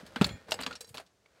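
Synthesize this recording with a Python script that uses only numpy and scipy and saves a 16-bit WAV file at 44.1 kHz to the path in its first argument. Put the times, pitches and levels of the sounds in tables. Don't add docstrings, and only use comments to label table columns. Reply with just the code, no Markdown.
import sys
import numpy as np
from scipy import signal
from scipy.io import wavfile
from scipy.ndimage import uniform_filter1d

SR = 44100
rng = np.random.default_rng(int(sys.argv[2]) if len(sys.argv) > 2 else 0)


def transcribe(signal):
    frames = np.atleast_2d(signal).T
    limited = np.clip(frames, -1, 1)
    pcm = np.round(limited * 32767).astype(np.int16)
    wavfile.write(sys.argv[1], SR, pcm)


N = 61739


def amp(db):
    return 10 ** (np.asarray(db) / 20)


def unit(x):
    return x / np.sqrt(np.mean(x ** 2) + 1e-20)


def read(points, hz):
    f, value = np.transpose(points)
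    return np.interp(np.log(hz + 1), np.log(f + 1), value)


def level(points):
    return amp(np.interp(np.arange(N) / SR, *np.transpose(points)))


def add(mix, s, sound):
    part = mix[max(round(s * SR), 0):][:len(sound)]
    part += sound[:len(part)]


def colour(x, db_at, size=4096):
    hz = abs(np.fft.fftfreq(size, 1 / SR))
    log_gain = np.log(amp(db_at(hz)))
    spectrum = np.exp(np.conj(signal.hilbert(log_gain)))
    taps = np.fft.ifft(spectrum).real[:size // 2]
    return signal.fftconvolve(x, taps)[:len(x)]


def shaped(x, points):
    return unit(colour(x, lambda hz: read(points, hz)))


def fade(t, t60):
    return np.exp(-np.log(1000) * t / max(t60, 1e-3))


# (frequency [Hz], relative gain [dB])
AIR_COLOUR = [(70, -0.5), (200, -7.5), (450, -4), (1000, -12), (2000, -16.5), (6500, -17.5), (15500, -34.5)]
AIR_DB = -72


def outdoor_air():
    return amp(AIR_DB) * shaped(rng.standard_normal(N), AIR_COLOUR)


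# (time [s], level [dB])
RUMBLE_LEVEL = [(0, -59), (.19, -62), (.215, -33), (.28, -44), (.36, -47.5), (.40, -65.5), (.48, -63),
                (.53, -58), (.7, -55), (.8, -69.5), (1.0, -66.5), (1.08, -79)]
# (frequency [Hz], relative gain [dB])
RUMBLE_COLOUR = [(20, -41.5), (45, 0.5), (62, 0.5), (98, -1), (130, -8.5), (190, -2), (290, -13),
                 (600, -35.5), (2000, -67)]


def floor_rumble():
    return level(RUMBLE_LEVEL) * shaped(rng.standard_normal(N), RUMBLE_COLOUR)


# (time [s], level [dB])
SCRAPE_LEVEL = [(0, -49.5), (.03, -57.5), (.15, -56.5), (.18, -53.5), (.28, -45), (.35, -57), (.47, -64),
                (.49, -49.5), (.57, -54), (.6, -55.5), (.73, -52), (.79, -68), (.935, -70.5), (.955, -61),
                (1.0, -50.5), (1.05, -74.5), (1.17, -82.5), (1.4, -65.5)]
# (frequency [Hz], relative gain [dB])
SCRAPE_COLOUR = [(70, -34.5), (190, -1), (300, -1), (550, 7.5), (900, -2.5), (1600, 0.5), (3000, -8.5),
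                 (4500, -8.5), (6000, -16), (8500, -19), (15500, -30)]
GRAINS_PER_S, GRAIN_SPREAD_DB = 4400, 3


def scrape():
    hits = rng.random(N) < GRAINS_PER_S / SR
    signs = rng.choice([-1, 1], N)
    strength = amp(GRAIN_SPREAD_DB * np.minimum(rng.exponential(1, N), 4))
    return level(SCRAPE_LEVEL) * shaped(hits * signs * strength, SCRAPE_COLOUR)


# (frequency [Hz], t60 [s])
VAN_T60 = [(100, 0.039), (500, 0.22), (2000, 0.19), (6000, 0.053), (15000, 0.33)]
VAN_DB, VAN_DELAY_S = -15.5, 0.004


def van(x):
    hz, t, bands = signal.stft(rng.standard_normal(SR // 3), SR, nperseg=256)
    t60 = np.maximum(read(VAN_T60, hz), 0.01)[:, None]
    tail = signal.istft(bands * np.exp(-np.log(1000) * t / t60), SR)[1]
    out = np.zeros(N)
    add(out, VAN_DELAY_S, signal.fftconvolve(x, tail / np.linalg.norm(tail)))
    return amp(VAN_DB) * out


# (time [s], level [dB], factor on the mode frequencies)
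BUMPS = [(0.031, -41, 1.02), (.163, -29, 1.2), (0.2123, -9.5, 0.97), (0.256, -32, 0.93),
         (.306, -36.5, 0.97), (0.338, -32.5, 0.38), (0.907, -46.5, 0.58)]
# (frequency [Hz], relative level [dB], t60 [s])
FLOOR_MODES = [(202, 5.5, 0.044), (245, -2, 0.029), (398.5, -6, 0.053), (610, -14, 0.02)]
BUMP_RISE_S = 0.0033


def floor_bumps():
    t, out = np.arange(SR // 4) / SR, np.zeros(N)
    rise = 1 - np.exp(-t / BUMP_RISE_S)
    for s, db, pitch in BUMPS:
        boom = sum(amp(mode_db) * fade(t, t60) * np.sin(2 * np.pi * hz * pitch * t)
                   for hz, mode_db, t60 in FLOOR_MODES)
        add(out, s, -amp(db) * boom * rise)
    return out


# (frequency [Hz], gain [dB])
KNOCK_COLOUR = [(30, 10), (90, 29.5), (200, 38), (330, 36.5), (600, 40), (1400, 31.5), (2100, 28.5),
                (4500, 31), (5800, 23), (8200, 22), (11000, 17), (15500, 13)]
# (frequency [Hz], width [Hz], boost [dB])
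CLAMPS = [(1624, 250, 4), (2655, 1000, 4), (4430, 700, 2), (7930, 550, 2.5)]
BODY_HZ, CLACK_HZ, CLICK_HZ, TREBLE_HZ = 248, 1310, 3900, 8500
CONTACT_S, CHATTER_DB = 0.00024, 1.5
SNAP = 0.25
RIPPLE_DB = 2.5


def knock(db, body_db, clack_db, treble_db, roll_hz, t60):
    t = np.arange(SR // 6) / SR
    chatter = amp(CHATTER_DB * unit(uniform_filter1d(rng.standard_normal(len(t)), size=60)))
    rise = 1 - np.exp(-t / CONTACT_S)
    drive = rng.standard_normal(len(t)) * chatter * fade(t, t60) * rise
    drive /= np.linalg.norm(drive[:SR // 125])
    drive[SR // 1000] += SNAP
    tint = [(BODY_HZ, body_db), (CLACK_HZ, clack_db), (CLICK_HZ, 0), (TREBLE_HZ, treble_db)]
    spots = np.geomspace(2000, 16000, 48)
    ripple_db = RIPPLE_DB * rng.standard_normal(len(spots)) * (spots > spots[0])
    ripple = np.transpose([spots, ripple_db])

    def db_at(hz):
        clamps = sum(boost / (1 + (2 * (hz - f) / w) ** 2) for f, w, boost in CLAMPS)
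        roll_off = 10 * np.log10(1 + (hz / roll_hz) ** 6)
        return read(KNOCK_COLOUR, hz) + read(tint, hz) + read(ripple, hz) + clamps - roll_off
    return amp(db) * colour(drive, db_at)


# (time [s], level before the colours [dB], low body [dB], mid clack [dB],
# treble [dB], roll-off [Hz], t60 [s]); body, clack and treble are relative to the level
KNOCKS = [(0.064, -52.5, -35, -17, 1.5, 14800, 0.082), (0.1596, -39.5, -11, 7.5, -5, 12600, 0.063),
          (0.2124, -35.5, 5, 9.5, -1.5, 15500, 0.033), (.2185, -31.5, 1.5, 3.5, -3.5, 14900, 0.07),
          (0.2432, -28.5, -27.5, -2, -4.5, 14500, 0.051), (0.266, -51.5, 0, 5, 14, 14000, 0.042),
          (0.2908, -43.5, -41, 3, -6, 7400, 0.026), (0.4839, -65.5, 20, 11, -2, 8000, 0.086),
          (.509, -43, -14, -16, 9.5, 11900, 0.034), (0.5195, -29, -11, -1, 2.5, 10000, 0.033),
          (0.541, -42.5, 4, -1, 4.5, 13000, 0.034), (0.5896, -42.5, -7, 5, -13, 9000, 0.09),
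          (.605, -44.5, -11, 7, 0, 14300, 0.1), (0.611, -51, 15.5, -14, 17, 13000, 0.019),
          (0.6229, -40.5, -14, -11, 0, 11000, 0.023), (.633, -38.5, -24, 2.5, -3.5, 12000, 0.051),
          (0.6637, -34.5, -25, 2, -2, 11100, 0.03), (0.673, -49, -1.5, 8.5, 3, 7000, 0.06),
          (0.7105, -50, -2, 6.5, 4, 7950, 0.034), (0.7271, -43.5, -47, -5, -1.5, 6360, 0.06),
          (0.7535, -45.5, -36, -5, 9, 6500, 0.073), (0.807, -48.5, -28, -2, 12.5, 13500, 0.071),
          (0.8445, -58.5, -20, -2, 7, 11000, 0.03), (.871, -69, -14, -7, 16.5, 15200, 0.32),
          (.891, -58.5, -34, -8.5, 11.5, 14000, 0.06), (0.9427, -47, 3, -2, 2.5, 16000, 0.14),
          (.972, -43, -11, -13, -1, 7840, 0.032), (.9805, -42, -13, 2, 1.5, 8900, 0.04),
          (0.9989, -58.5, -9.5, 5, 10, 9800, 0.079), (1.0635, -64.5, -3, -12.5, 7.5, 8070, 0.069),
          (1.261, -66, -5.5, -0.5, -3, 8830, 0.02)]


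def knocks():
    out = np.zeros(N)
    for s, *blow in KNOCKS:
        add(out, s, knock(*blow))
    return out


CLINK_SPLIT, CLINK_TWIN_DB = 12, -9.5


def clink(hz, db, t60, twin_db=CLINK_TWIN_DB, count=4):
    t = np.arange(SR // 2) / SR
    spread_hz = min(CLINK_SPLIT / max(t60, 1e-3), hz / 10)
    twins = sum(np.sin(2 * np.pi * (hz + spread_hz * detune) * t + np.pi * phase)
                for detune, phase in rng.uniform(-1.08, 1, (count, 2)))
    tones = np.sin(2 * np.pi * hz * t) + amp(twin_db) * twins
    tones /= np.sqrt(1 + count * amp(twin_db) ** 2)
    return amp(db) * fade(t, t60) * (1 - np.exp(-t / CONTACT_S)) * tones


def ring(modes, twin_db=CLINK_TWIN_DB):
    return sum(clink(*mode, twin_db=twin_db) for mode in modes)


# (time [s], level of the leg tubes [dB], level of the centre column [dB])
RINGS = [(0.159, -51, -82), (.2125, -54, -60), (0.2437, -51.5, -70), (0.2909, -50, -75),
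         (0.5197, -64, -36.5), (0.6626, -53, -41.5), (0.8072, -67, -43), (.8456, -82, -51),
         (.876, -74, -59)]
# (frequency [Hz], relative level [dB], t60 [s])
LEG_MODES = [(1845, -6.5, 0.54), (2205, -4.5, 0.31), (2417, 0, 0.3), (3365, -2, 0.24), (4156, -7, 0.33),
             (4217, -8, 0.31)]
# (frequency [Hz], relative level [dB], t60 [s])
COLUMN_MODES = [(480, -8.5, 0.35), (3965, 0.5, 0.061), (4700, -5.5, 0.12), (5560, -1, 0.063),
                (6550, -10, 0.16), (7450, -13, 0.11), (8500, -11.5, 0.1)]
LEG_TWIN_DB = -3.5


def tube_rings():
    out = np.zeros(N)
    legs, column = ring(LEG_MODES, twin_db=LEG_TWIN_DB), ring(COLUMN_MODES)
    for s, leg_db, column_db in RINGS:
        add(out, s, amp(leg_db) * legs + amp(column_db) * column)
    return out


# (time [s], frequency [Hz], level [dB], t60 [s])
CLINKS = [(0.1596, 3050, -29, 0.018), (0.1609, 1545, -29.5, 0.056), (0.2122, 948, -24, 0.043),
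          (0.2121, 1473, -19.5, 0.015), (0.2115, 2580, -29, 0.03), (.2435, 3480, -22.5, 0.027),
          (0.2455, 4170, -21, 0.025), (.2435, 4610, -25, 0.019), (0.245, 7260, -34.5, 0.036),
          (.2933, 7100, -52, 0.054), (.314, 7110, -55.5, 0.24), (0.5092, 5800, -36.5, 0.029),
          (0.5191, 2780, -21, 0.021), (.5197, 630, -33, 0.13), (.5197, 832, -30, 0.03),
          (.54, 7870, -34, 0.033), (0.539, 5050, -38.5, .05), (.588, 626, -44, 0.23),
          (0.634, 4560, -34.5, 0.039), (.709, 1410, -35.5, 0.093), (0.7596, 5500, -35.5, 0.025),
          (.98, 1305, -41.5, 0.067), (.9995, 683, -33.5, 0.025), (1.259, 2250, -55, 0.032)]


def clinks():
    out = np.zeros(N)
    for s, *resonance in CLINKS:
        add(out, s, clink(*resonance))
    return out


# (time [s], level [dB])
JOLTS = [(.596, -44), (0.6662, -41.5), (.712, -52)]
# (frequency [Hz], relative level [dB], t60 [s])
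HOLLOW_MODES = [(189, -5.5, 0.13), (273, 0, 0.19), (437, -7, 0.16)]


def hollow_jolts():
    out, hollow = np.zeros(N), ring(HOLLOW_MODES)
    for s, db in JOLTS:
        add(out, s, amp(db) * hollow)
    return out


def scene():
    air = outdoor_air()
    floor = floor_rumble() + floor_bumps()
    gear = scrape() + knocks() + tube_rings() + clinks() + hollow_jolts()
    return (gear + van(gear) + floor + air)[None]


LOW_CUT_HZ, EDGE_HZ = 68, 15900


def record(dry):
    low_cut = signal.butter(2, LOW_CUT_HZ, "highpass", fs=SR, output="sos")
    thin = signal.sosfilt(low_cut, dry)
    band_limit = signal.firwin(511, EDGE_HZ, window=("kaiser", 9), fs=SR)
    return signal.oaconvolve(thin, band_limit[None], "same")


dry = scene()
out = record(dry)
transcribe(out)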